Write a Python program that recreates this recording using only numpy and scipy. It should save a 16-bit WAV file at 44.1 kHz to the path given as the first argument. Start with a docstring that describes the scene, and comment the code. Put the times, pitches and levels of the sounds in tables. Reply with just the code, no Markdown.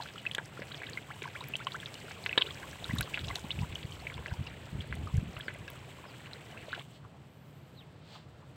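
"""Catfish thrash in a shallow mud puddle beside a rice field, over open air and a low hum.
From the start the water sloshes and froths, and air trapped by their bodies gurgles and pops as bubbles.
Wet skin smacks out of the mud and tails thud on the bed; from about 3 s shoving bodies make it rumble.
A small bird first chirps at 5.4 s. Near 6.9 s the puddle sounds cut off, and one hears quiet meadow air,
swishing plants, far scuffs in the grass, a faint high buzz and one more chirp."""
import sys
import numpy as np
from scipy import signal
from scipy.fft import rfft, irfft, next_fast_len
from scipy.io import wavfile

SR = 44100
rng = np.random.default_rng(int(sys.argv[2]) if len(sys.argv) > 2 else 0)


def persist_wave(psi):
    """Save psi, clipped to +-1, as 16-bit WAV."""
    counts = np.round(np.clip(psi, -1, 1) * 32767).astype(np.int16)
    wavfile.write(sys.argv[1], SR, np.atleast_2d(counts).T)


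N = 377483
TIME = np.arange(N) / SR
PUDDLE_END_S = 6.83


def from_db(db):
    """Decibels to gain."""
    return 10 ** (np.asarray(db) / 20)


def unit_rms(x):
    """Scale to rms 1."""
    return x / np.sqrt(np.mean(x ** 2) + 1e-20)


def curves(rows):
    """Each column after time_s, interpolated to every sample."""
    time_s, *columns = np.transpose(rows)
    return [np.interp(TIME, time_s, column) for column in columns]


def value_at(curve, time_s):
    """One sample of a curve."""
    return curve[min(int(time_s * SR), N - 1)]


def add(out, start_s, sound):
    """Mix a short sound in."""
    start = int(np.clip(round(start_s * SR), 0, N - 1))
    out[start:start + len(sound)] += sound[:N - start]


def sine(pitch_hz):
    """Sine following a pitch curve."""
    return np.sin(2 * np.pi * np.cumsum(pitch_hz) / SR)


def drift(rate_hz):
    """Smooth random wander, rms 1."""
    size = next_fast_len(N)
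    hz = np.arange(size // 2 + 1) * SR / size
    spectrum = rfft(rng.standard_normal(size)) / (1 + (hz / rate_hz) ** 2)
    return unit_rms(irfft(spectrum, size)[:N])


def coloured(x, spectrum):
    """Filter by a (freq_hz, gain_db) curve, falling 24 dB/octave past its ends; rms 1."""
    size = next_fast_len(N)
    log_hz = np.log2(np.maximum(np.arange(size // 2 + 1) * SR / size, 1))
    freq_hz, gain_db = np.transpose(spectrum)
    knots = np.log2(freq_hz)
    outside_oct = np.abs(log_hz - np.clip(log_hz, knots[0], knots[-1]))
    gain = from_db(np.interp(log_hz, knots, gain_db) - 24 * outside_oct)
    return unit_rms(irfft(rfft(x, size) * gain, size)[:N])


def noise(spectrum):
    """Steady coloured noise, rms 1."""
    return coloured(rng.standard_normal(N), spectrum)


def band(x, centre_hz, width_oct, order=1):
    """Band-pass, width_oct either side of the centre."""
    edges_hz = np.clip(centre_hz * 2 ** (width_oct * np.array([-1, 1])), 100, .45 * SR)
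    return signal.sosfilt(signal.butter(order, edges_hz, "band", fs=SR, output="sos"), x)


def ticks(size, per_s, spread_db):
    """Random clicks of either sign: many faint, a few sharp."""
    strength = from_db(spread_db * np.minimum(rng.exponential(1, size), 3))
    sign = rng.choice([-1, 1], size)
    return strength * sign * (rng.random(size) < per_s / SR)


def bubble(pitch_hz, life_s, rise_per_s, onset_per_cycle=2.6, wobble=.027, ragged_db=3.5):
    """An air pocket rings, climbs in pitch as it surfaces and dies ever faster as its film opens."""
    t = np.arange(int(life_s * SR) + 2) / SR
    cycles = pitch_hz * t
    # shifting mud squeezes level and pitch every few cycles
    squeeze = np.interp(cycles / 3, np.arange(24), rng.standard_normal(24)) * np.minimum(cycles / 6, 1)
    onset = 1 - np.exp(-onset_per_cycle * cycles)
    decay = from_db(ragged_db * squeeze - 60 * (t / life_s) ** 1.99)
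    return onset * decay * sine(pitch_hz * (1 + rise_per_s * t + wobble * squeeze))


# Open air spectrum: freq_hz, gain_db
AIR_SPECTRUM = [(20, -48), (35, -45), (65, -11), (100, -3), (135, -0.5), (200, -10.5), (320, -15),
                (600, -18), (1100, -23.5), (2600, -30.5), (4000, -37), (6000, -46.5)]

def air(level_db=-52, drop_db=1.5, quieter_from_s=6.7):
    """Meadow air, slightly quieter near the end."""
    return from_db(level_db - drop_db * (TIME > quieter_from_s)) * noise(AIR_SPECTRUM)


def hum(level_db=-60, pitch_hz=137, width_hz=26):
    """A far, wavering hum."""
    return from_db(level_db) * unit_rms(drift(width_hz) * np.sin(2 * np.pi * pitch_hz * TIME))


# How hard the fish churn the water: time_s, level_db
CHURN_CURVE = [(0.04, -50.5), (0.45, -53.5), (0.6, -52), (0.76, -48.5), (1.21, -54), (1.47, -49),
               (1.69, -50), (2.16, -49), (2.31, -47.5), (2.68, -49), (3.14, -48), (3.5, -50.5), (3.89, -51),
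               (4.22, -50.5), (4.43, -50.5), (6.03, -53), (6.63, -51.5), (6.72, -49.5)]
# Far splash spectrum: freq_hz, gain_db
SLOSH_SPECTRUM = [(200, 0), (400, 2.5), (700, 0), (1200, -5), (2400, -1.5), (3500, -8.5), (4500, -15),
                  (6000, -46)]

def slosh(churn_db, gain_db=-3, flicker_db=3.3, flicker_hz=55):
    """Farther splashes merge into a soft wash, each band flickering on its own."""
    wash = np.zeros(N)
    for centre_hz in np.geomspace(280, 4500, 7):
        splash = band(rng.standard_normal(N), centre_hz, 1 / 3, order=2)
        wash += splash * from_db(flicker_db * drift(flicker_hz))
    gate = np.clip((PUDDLE_END_S - TIME) / .024, 0, 1)
    return gate * from_db(churn_db + gain_db) * coloured(wash, SLOSH_SPECTRUM)


# Froth on the puddle: time_s, level_db
FROTH_CURVE = [(0, -60), (.57, -61.5), (1.5, -59), (3.2, -55.5), (4.6, -62.5), (6.8, -62), (6.86, -65.5),
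               (7.05, -73), (8.56, -74.5)]
# Froth spectrum: freq_hz, gain_db
FROTH_SPECTRUM = [(3000, 11.5), (4500, -3), (6000, -3.5), (7000, -0.5), (7900, 5), (9000, -4.5),
                  (10200, -11.5), (11400, -8.5), (12500, -9), (15500, -7)]

def froth(froth_db, grain_db=2, surge_db=1.5):
    """Bursting foam: a fine-grained hiss in small surges."""
    foam = rng.standard_normal(N) * from_db(grain_db * drift(rate_hz=370))
    return from_db(froth_db + surge_db * drift(rate_hz=19)) * coloured(foam, FROTH_SPECTRUM)


def small_bubbles(churn_db, count, gain_db, spread_db, centre_hz, spread_oct, cycles, max_rise_per_s):
    """Scattered bubbles choked by thick mud; smaller ones ring higher and shorter."""
    out = np.zeros(N)
    uniform = rng.random((count, 2))
    normal = np.clip(rng.standard_normal((count, 3)), -1.7, 1.7)
    for (when, climb), (loudness, pitch, ring) in zip(uniform, normal):
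        start_s = when * (PUDDLE_END_S - .02)
        pitch_hz = centre_hz * 2 ** (spread_oct * pitch)
        level_db = value_at(churn_db, start_s) + gain_db + spread_db * loudness
        level_db -= 14 * max(np.log2(pitch_hz / 3600), 0)   # tiny bubbles hold little energy
        life_s = min(cycles * 1.5 ** ring, 18) / pitch_hz
        plink = bubble(pitch_hz, life_s, max_rise_per_s * climb, onset_per_cycle=1.2, wobble=.08)
        add(out, start_s, from_db(level_db) * plink)
    return out


def spits(froth_db, count=150, gain_db=5, spread_db=5.2, low_hz=4800, span_oct=1.13, spurt_s=.03):
    """Pinhead bubbles burst on slimy skin in spurts of three: many faint, a few sharp."""
    out = np.zeros(N)
    starts_s = rng.random(count) * (PUDDLE_END_S - spurt_s)
    for start_s, spurt in zip(starts_s, rng.random((count, 3, 3))):
        for delay, pitch, rarity in spurt:
            pitch_hz = low_hz * 2 ** (span_oct * pitch ** 2)
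            level_db = value_at(froth_db, start_s) + gain_db - spread_db * np.log(max(rarity, .04))
            tick = bubble(pitch_hz, life_s=6 / pitch_hz, rise_per_s=0)
            add(out, start_s + spurt_s * delay, from_db(level_db) * tick)
    return out


def droplets(churn_db, count=150, gain_db=-4, spread_db=10.5, low_hz=2800, span_oct=1.36, min_cycles=19):
    """Flung specks of water land with tiny pips; the higher, the fainter."""
    out = np.zeros(N)
    for when, pitch, loudness, ring in rng.random((count, 4)):
        start_s = when * (PUDDLE_END_S - .02)
        pitch_hz = low_hz * 2 ** (span_oct * pitch ** 1.5)
        level_db = value_at(churn_db, start_s) + gain_db + spread_db * (2 * loudness - 1)
        level_db -= 6 * np.log2(pitch_hz / low_hz)
        life_s = min_cycles * (1 + ring) / pitch_hz
        add(out, start_s, from_db(level_db) * bubble(pitch_hz, life_s, rise_per_s=14, onset_per_cycle=.64))
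    return out


# Surfacing bubbles: start_s, level_db, pitch_hz, life_s, rise_per_s
GURGLE_EVENTS = [(0.001, -29, 784, 0.011, 50), (0.574, -36.5, 1210, 0.014, 42),
                 (0.717, -37.5, 2950, 0.015, 56), (0.838, -40, 1660, 0.012, 65),
                 (0.865, -38, 2980, 0.015, 30), (1.103, -35, 1060, 0.038, 73),
                 (1.242, -40.5, 1360, 0.033, 44), (1.35, -37.5, 1140, 0.048, 70),
                 (1.409, -37.5, 870, 0.015, 17), (1.6, -40.5, 1100, 0.059, 32),
                 (1.744, -31, 1170, 0.037, 36), (2.461, -40, 2510, 0.038, 41),
                 (2.63, -35.5, 1400, 0.01, 44), (2.895, -40, 1580, 0.032, 35),
                 (2.958, -38.5, 1030, 0.036, 48), (3.008, -30.5, 1386, 0.02, 32),
                 (3.276, -37, 570, 0.024, 47), (3.302, -35, 960, 0.022, 35), (3.36, -36, 644, 0.026, 29),
                 (3.4384, -42, 677, 0.046, 43), (3.514, -23, 3650, 0.0073, 13),
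                 (3.626, -37, 840, 0.013, 43), (4.022, -43, 630, 0.047, 23), (4.068, -29, 2010, 0.01, 25),
                 (4.178, -43, 800, 0.031, 69), (4.311, -43, 1300, 0.021, 40)]

def gurgles(gain_db=.5):
    """Big close bubbles swell and glide up unsteadily as they surface."""
    out = np.zeros(N)
    for start_s, level_db, pitch_hz, life_s, rise_per_s in GURGLE_EVENTS:
        ring = bubble(pitch_hz, life_s, rise_per_s, onset_per_cycle=1, wobble=.085, ragged_db=3.6)
        add(out, start_s, from_db(level_db + gain_db) * ring)
    return out


# Mud peeling off a body: start_s, length_s, level_db, centre_hz
SPATTER_EVENTS = [(0.01, 0.032, -49, 3650), (0.058, 0.039, -45, 2820), (0.763, 0.017, -54, 4460),
                  (0.87, 0.034, -52, 2880), (2.392, 0.029, -41, 1250), (2.435, 0.05, -55, 3400),
                  (3.042, 0.017, -47, 3040), (3.135, 0.031, -42, 2780), (3.203, 0.0099, -42, 3040),
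                  (3.239, 0.013, -38.5, 3020), (3.281, 0.0065, -38.5, 3340), (4.465, 0.0074, -48.5, 4500),
                  (4.808, 0.017, -47.5, 3400), (5.486, 0.027, -44.5, 2000), (6.683, 0.015, -52, 3180),
                  (6.743, 0.011, -42.5, 2860)]

def spatters(gain_db=-4, attack_s=.0016, release_s=.0036, width_oct=.28):
    """Threads of mud break one after another in a ragged run of ticks."""
    out, t = np.zeros(N), np.arange(SR // 10) / SR
    for start_s, length_s, level_db, centre_hz in SPATTER_EVENTS:
        run = band(ticks(len(t), per_s=900, spread_db=4.5), centre_hz, width_oct, order=2)
        envelope = np.minimum(t / attack_s, 1) * np.exp(-np.maximum(t - length_s, 0) / release_s)
        add(out, start_s, from_db(level_db + gain_db) * envelope * unit_rms(run))
    return out


# Popping air pockets: start_s, level_db, pitch_hz, life_s
POP_EVENTS = [(0.023, -32.5, 3960, 0.0053), (0.058, -35.5, 1380, 0.0083), (0.158, -38.5, 1270, 0.016),
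              (0.1794, -34, 3080, 0.011), (0.194, -42, 2900, .008), (0.253, -29, 1830, 0.0066),
              (0.2647, -21.5, 2570, 0.012), (0.313, -23.5, 3120, 0.0036), (0.349, -19, 3360, 0.004),
              (0.347, -32, 1880, 0.0081), (0.382, -17.5, 880, 0.0033), (0.3857, -20.5, 1630, 0.0065),
              (0.62, -23.5, 1980, 0.0026), (0.745, -28.5, 3250, 0.0032), (0.818, -30.5, 1830, 0.0063),
              (0.834, -25, 2240, 0.003), (0.889, -40, 1765, 0.015), (0.933, -27, 4300, 0.0025),
              (0.973, -30, 2095, 0.024), (1.221, -26.5, 2540, 0.0041), (1.238, -31, 2170, 0.0055),
              (1.2547, -34.5, 995, 0.014), (1.277, -38, 1550, 0.011), (1.407, -33, 3880, .006),
              (1.44, -36, 2240, .007), (1.537, -27.5, 2610, 0.012), (1.5542, -20.5, 3000, 0.005),
              (1.6688, -21.5, 1100, 0.0073), (1.669, -22, 2990, 0.0047), (1.72, -27, 3700, 0.003),
              (1.801, -35, 3220, 0.0055), (1.83, -34.5, 1730, 0.0083), (1.859, -23, 3560, 0.0027),
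              (1.953, -38, 2970, 0.0096), (2.11, -25, 1730, .002), (2.239, -32.5, 4240, 0.0053),
              (2.262, -6, 2340, 0.0012), (2.293, -25, 2600, 0.0066), (2.311, -32, 1950, 0.0077),
              (2.3285, -18.5, 2510, 0.0043), (2.376, -28, 417, .004), (2.3769, -14, 3240, 0.0068),
              (2.379, -6.5, 1960, 0.002), (2.3804, -10, 3770, 0.0062), (2.4105, -26, 3430, 0.0049),
              (2.415, -22, 3020, 0.01), (2.421, -6.5, 3120, 0.0023), (2.507, -30, 3340, 0.0073),
              (2.73, -38, 1620, .008), (2.8428, -25, 3700, 0.0043), (2.908, -31, 1900, 0.013),
              (2.984, -25, 3740, 0.0086), (3.0285, -21, 4260, 0.0017), (3.074, -40, 1280, .02),
              (3.1377, -32, 2430, 0.0095), (3.1427, -16, 2540, 0.0032), (3.1745, -14, 2000, 0.0017),
              (3.192, -23, 3500, 0.0021), (3.309, -32, 2090, 0.014), (3.357, -16.5, 3920, 0.0019),
              (3.506, -19.5, 2960, 0.0045), (3.59, -25.5, 2630, 0.0029), (3.621, -34, 905, 0.0079),
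              (3.726, -35, 2420, 0.0052), (3.7553, -29, 2960, 0.0075), (3.829, -26.5, 3000, 0.0019),
              (3.921, -37, 3080, 0.0087), (4, -38, 4400, 0.0037), (4.099, -31.5, 2260, 0.0067),
              (4.141, -36, 3380, 0.006), (4.26, -21.5, 1880, 0.0036), (4.282, -36, 2730, .009),
              (4.469, -34, 2800, 0.017), (4.807, -32, 3190, 0.0057), (4.926, -16, 1760, 0.0021),
              (5.072, -33.5, 1220, 0.022), (5.366, -35, 1274, 0.012), (5.367, -37.5, 2730, 0.0095),
              (5.399, -37.5, 1700, 0.014), (5.408, -30.5, 3200, 0.0061), (5.4815, -22.5, 1640, 0.0061),
              (5.483, -31, 1960, 0.0067), (5.547, -36, 2160, 0.0075), (5.6791, -39, 1630, 0.016),
              (5.68, -33.5, 2660, 0.005), (6.04, -38, 990, 0.008), (6.259, -38, 2470, 0.0072),
              (6.333, -29, 4100, 0.0043), (6.575, -35.5, 2550, 0.0049), (6.722, -33, 3900, 0.0034),
              (6.7295, -24.5, 1460, 0.0083), (6.735, -29, 1620, 0.0096), (6.777, -33, 733, 0.011),
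              (6.795, -29.5, 3150, 0.0028)]

def pops():
    """Close air pockets ring at once and nearly hold their pitch."""
    out = np.zeros(N)
    for start_s, level_db, pitch_hz, life_s in POP_EVENTS:
        ring = bubble(pitch_hz, life_s, rise_per_s=.78, onset_per_cycle=1.3, wobble=.04)
        add(out, start_s, from_db(level_db) * ring)
    return out


def squelches(gain_db=-32, follow=.61, delay_s=.003, t60_s=.043, width_oct=.63):
    """Mud closes behind each pop and gurgle: dying sticky ticks around its pitch."""
    out, t = np.zeros(N), np.arange(SR // 14) / SR
    for start_s, parent_db, parent_hz, *_ in POP_EVENTS + GURGLE_EVENTS:
        run = band(ticks(len(t), per_s=600, spread_db=4), parent_hz, width_oct, order=2)
        envelope = from_db(gain_db + follow * parent_db - 60 * t / t60_s)
        add(out, start_s + delay_s, envelope * unit_rms(run))
    return out


def afterpops(count=2, gain_db=-33, follow=.25, within_s=.04, spread_oct=.6):
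    """Each pop and gurgle shakes loose lesser bubbles near its own pitch."""
    out, parents = np.zeros(N), POP_EVENTS + GURGLE_EVENTS
    for (start_s, parent_db, parent_hz, *_), brood in zip(parents, rng.random((len(parents), count, 2))):
        for delay, pitch in brood:
            pitch_hz = parent_hz * 2 ** (spread_oct * (2 * pitch - 1))
            gain = from_db(gain_db + follow * parent_db) / (1 + delay)
            ring = bubble(pitch_hz, life_s=13 / pitch_hz, rise_per_s=32)
            add(out, start_s + within_s * delay, gain * ring)
    return out


# Flat smacks on mud: start_s, level_db, t60_s
SMACK_EVENTS = [(0.348, -26, 0.0051), (0.382, -18.5, 0.0086), (0.9742, -25, 0.0067), (1.22, -31.5, 0.027),
                (1.67, -18, 0.0071), (2.377, -14, 0.023), (3.008, -17.5, 0.0074), (3.301, -35, 0.014),
                (3.355, -28, 0.012), (5.4818, -27, 0.0099), (6.73, -31, 0.0053), (6.78, -37, 0.0059)]
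# Smack spectrum: freq_hz, gain_db
SMACK_SPECTRUM = [(150, -32), (380, 22), (700, 0), (1500, 15.5), (3800, 11), (5200, -31), (8000, -8),
                  (15000, -41)]

def smacks(gain_db=-2.5, attack_s=.00038):
    """A tail hits wet mud: a broad burst, damped at once."""
    envelope, t = np.zeros(N), np.arange(SR // 10) / SR
    onset = 1 - np.exp(-t / attack_s)
    for start_s, level_db, t60_s in SMACK_EVENTS:
        add(envelope, start_s, onset * from_db(level_db + gain_db - 60 * t / t60_s))
    return envelope * noise(SMACK_SPECTRUM)


# Wet films snapping: start_s, level_db, centre_hz
SNAP_EVENTS = [(0.349, -30, 6440), (0.457, -39.5, 7100), (0.898, -37.5, 7200), (1.485, -34, 14400),
               (1.567, -35.5, 7900), (1.942, -31.5, 4200), (2.953, -39, 13600), (2.985, -31, 7400),
               (3.009, -24.5, 10900), (3.288, -38, 5800), (3.355, -29.5, 5640), (3.752, -38.5, 6660),
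               (4.953, -43, 8200), (5.169, -39, 6600), (5.391, -44, 12000), (5.702, -40, 14600)]

def snaps(t60_s=.011, width_oct=.17):
    """A film of slime tears in a brief, bright crackle."""
    out, t = np.zeros(N), np.arange(SR // 40) / SR
    for start_s, level_db, centre_hz in SNAP_EVENTS:
        crackle = band(rng.standard_normal(len(t)) * from_db(-60 * t / t60_s), centre_hz, width_oct)
        add(out, start_s, from_db(level_db) * crackle / np.abs(crackle).max())
    return out


# Tails against the bed: centre_s, level_db, pitch_hz
THUD_EVENTS = [(0.594, -31.5, 418), (0.614, -37.5, 190), (2.378, -25.5, 332), (2.901, -29, 137),
               (2.939, -21.5, 196), (2.996, -29.5, 122), (3.447, -31, 184), (3.593, -27, 150),
               (3.615, -24.5, 130), (3.634, -25, 141), (3.853, -29.5, 115), (4.327, -26, 107),
               (4.395, -28.5, 98), (4.411, -31.5, 133), (4.756, -28.5, 96), (5.146, -21, 131),
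               (5.162, -22.5, 100), (5.184, -16.5, 108), (5.23, -27, 160), (5.374, -35.5, 101)]

def thuds(width_cycles=.59, sag_per_s=5.2, bed_db=-13.5, bed_hz=70):
    """A soft two-cycle push sags in pitch; under the low ones the mud sways lower and longer."""
    out, t = np.zeros(N), np.arange(-SR // 30, SR // 30) / SR
    sway = from_db(bed_db) * np.exp(-(t * bed_hz) ** 2) * np.cos(2 * np.pi * bed_hz * t)
    for centre_s, level_db, pitch_hz in THUD_EVENTS:
        cycles = pitch_hz * t
        push = np.exp(-(cycles / width_cycles) ** 2) * np.sin(2 * np.pi * cycles * (1 - sag_per_s * t))
        add(out, centre_s + t[0], from_db(level_db) * (sway * (pitch_hz < 2 * bed_hz) - push))
    return out


def swell(start_s, length_s, attack_s, release_s):
    """Exponential rise up to start_s, hold, exponential decay."""
    rise = np.minimum((TIME - start_s) / attack_s, 0)
    fall = np.maximum((TIME - start_s - length_s) / release_s, 0)
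    return np.exp(np.maximum(rise - fall, -30))


# Bodies shoving through mud: start_s, length_s, level_db
SHOVE_EVENTS = [(2.932, 0.09, -37), (3.214, 0.12, -43), (3.547, 0.1, -42), (3.702, 0.038, -41.5),
                (4.154, 0.06, -46.5), (4.388, 0.038, -42), (4.727, 0.078, -39.5), (4.901, 0.17, -40),
                (5.136, 0.16, -43), (5.593, 0.047, -48.5)]
# Mud rumble spectrum: freq_hz, gain_db
HEAVE_SPECTRUM = [(20, -34), (45, -11), (68, 0), (85, 1.5), (140, -4.5), (250, -14.5), (500, -25)]

def heave(quiver_db=-53):
    """The mud rumbles under each shove and quivers while the fish are close."""
    push = sum(from_db(level_db) * swell(start_s, length_s, attack_s=.0061, release_s=.012)
               for start_s, length_s, level_db in SHOVE_EVENTS)
    quiver = from_db(quiver_db) * swell(start_s=2.68, length_s=2.7, attack_s=.58, release_s=.58)
    return np.hypot(push, quiver) * noise(HEAVE_SPECTRUM)


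# Arched chirps: top_s, top_hz, level_db
CHIRP_EVENTS = [(5.449, 5180, -55), (6.075, 5180, -55.5), (7.774, 4120, -50)]

def bird(rise_s=.14, fall_s=.07, peak_delay_s=.02, width_s=.031):
    """Each chirp climbs softly to its top, then swells as it drops, blurred by distance."""
    out, t = np.zeros(N), np.arange(-SR // 14, SR // 14) / SR
    waver = 1 + .028 * drift(rate_hz=250)[:len(t)]
    arch = np.exp(-(t / np.where(t < 0, rise_s, fall_s)) ** 2)
    envelope = np.exp(-((t - peak_delay_s) / width_s) ** 2)
    for top_s, top_hz, level_db in CHIRP_EVENTS:
        add(out, top_s + t[0], from_db(level_db) * envelope * sine(top_hz * waver * arch))
    return scattered(out, tail_db=0, t60_s=.06, cutoff_hz=7000) / 2


# Plants brushing past: time_s, level_db
SWISH_CURVE = [(6.6, -90), (6.8, -94), (6.96, -58.5), (7.02, -85), (7.98, -73), (8.08, -60.5), (8.15, -52),
               (8.26, -74)]
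# Swish spectrum: freq_hz, gain_db
SWISH_SPECTRUM = [(600, 18), (1500, 9), (2200, 8), (3300, 15), (4500, 12), (6000, -3.5), (8000, 0.5),
                  (10500, -25), (15000, -10)]

def swish():
    """Brushing plants: two short swells of noise."""
    level_db, = curves(SWISH_CURVE)
    return from_db(level_db) * noise(SWISH_SPECTRUM)


# Far scuffs in the grass: centre_s, level_db, width_s, centre_hz
SCUFF_EVENTS = [(7.051, -54, 0.015, 1150), (7.157, -59.5, 0.017, 760), (8.16, -48.5, 0.0067, 995),
                (8.431, -60.5, 0.013, 1080)]

def scuffs(width_oct=.28):
    """Little rubs swell and fade, each in its own band."""
    out, t = np.zeros(N), np.arange(-SR // 12, SR // 12) / SR
    for centre_s, level_db, width_s, centre_hz in SCUFF_EVENTS:
        rub = unit_rms(band(rng.standard_normal(len(t)), centre_hz, width_oct, order=2))
        add(out, centre_s + t[0], from_db(level_db) * np.exp(-(t / width_s) ** 2) * rub)
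    return out


# Faint, very high buzz: time_s, pitch_hz, level_db
BUZZ_CURVE = [(7.25, 13200, -86), (7.3, 14600, -77), (7.42, 14200, -77), (7.48, 15350, -75),
              (7.53, 14300, -78), (7.63, 13900, -77), (7.71, 14550, -80), (7.82, 13900, -75),
              (7.86, 13300, -95)]
# Its strands: pitch_ratio, gain_db
BUZZ_STRANDS = [(1, -4), (0.99, -6), (0.93, -6), (0.81, -10), (0.68, -10.5)]

def high_buzz(waver=.012, flicker_db=7, rasp=.6):
    """Thin tones waver along one pitch curve, each flickering in and out of a fine rasp."""
    out = np.zeros(N)
    pitch_hz, level_db = curves(BUZZ_CURVE)
    for pitch_ratio, gain_db in BUZZ_STRANDS:
        tone = sine(pitch_ratio * pitch_hz * (1 + waver * drift(rate_hz=30)))
        flicker = from_db(flicker_db * (np.minimum(drift(rate_hz=45), 1.2) - .6))
        out += from_db(level_db + gain_db) * (flicker + rasp * drift(rate_hz=700)) * tone
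    return out * (TIME > BUZZ_CURVE[0][0]) * (TIME < BUZZ_CURVE[-1][0])


def wake(depth_db=6, attack_s=.027, release_s=.025):
    """Livelier water around each pop, gurgle and smack: a level offset in dB, mean 0."""
    starts_s = np.array([row[0] for row in POP_EVENTS + GURGLE_EVENTS + SMACK_EVENTS])
    grid_s = TIME[::64]
    since_s = grid_s[:, None] - starts_s
    nearness = np.exp(-np.abs(since_s) / np.where(since_s < 0, attack_s, release_s))
    lift_db = depth_db * nearness.max(axis=1)
    return np.interp(TIME, grid_s, lift_db - lift_db.mean())


def muffled(x, edge_hz=4350, leak_db=-12.5):
    """Dulls the bubbles: treble falls steeply above about 4.3 kHz; a little leaks through."""
    dull = signal.sosfilt(signal.butter(6, edge_hz, fs=SR, output="sos"), x)
    return dull + from_db(leak_db) * band(x, 2 * edge_hz, width_oct=.39)


def scattered(x, tail_db=-8, t60_s=.033, cutoff_hz=3500):
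    """Mud banks and stalks scatter a short, dull tail."""
    t = np.arange(SR // 6) / SR
    tail = rng.standard_normal(len(t)) * from_db(-60 * t / t60_s) * (t > .0015)
    tail = signal.lfilter(*signal.butter(1, cutoff_hz, fs=SR), tail / np.linalg.norm(tail))
    return x + from_db(tail_db) * signal.fftconvolve(x, tail)[:N]


def scene():
    """The puddle in its field, mono."""
    churn_db, = curves(CHURN_CURVE)
    froth_db, = curves(FROTH_CURVE)
    wake_db = wake()
    glugs = small_bubbles(churn_db, count=60, gain_db=3.5, spread_db=6,
                          centre_hz=640, spread_oct=.36, cycles=9.5, max_rise_per_s=17)
    fizz = spits(froth_db + wake_db) + droplets(churn_db + wake_db)
    close_bubbles = pops() + gurgles() + afterpops()
    plinks = small_bubbles(churn_db + wake_db, count=480, gain_db=2.5, spread_db=3.5,
                           centre_hz=2300, spread_oct=.703, cycles=13.4, max_rise_per_s=50)
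    bubbling = muffled(close_bubbles + glugs + plinks + squelches())
    thrashing = scattered(bubbling + fizz + spatters() + smacks() + snaps())
    ground = thuds() + heave()
    water = slosh(churn_db + .19 * wake_db) + froth(froth_db)
    meadow = hum() + swish() + air() + bird() + high_buzz() + scuffs()
    return (thrashing + ground + water + meadow)[None]


def record(dry, cutoff_hz=15800):
    """Steep low-pass on the top treble."""
    return signal.sosfilt(signal.ellip(10, .2, 70, cutoff_hz, fs=SR, output="sos"), dry)


dry = scene()
out = record(dry)
persist_wave(out)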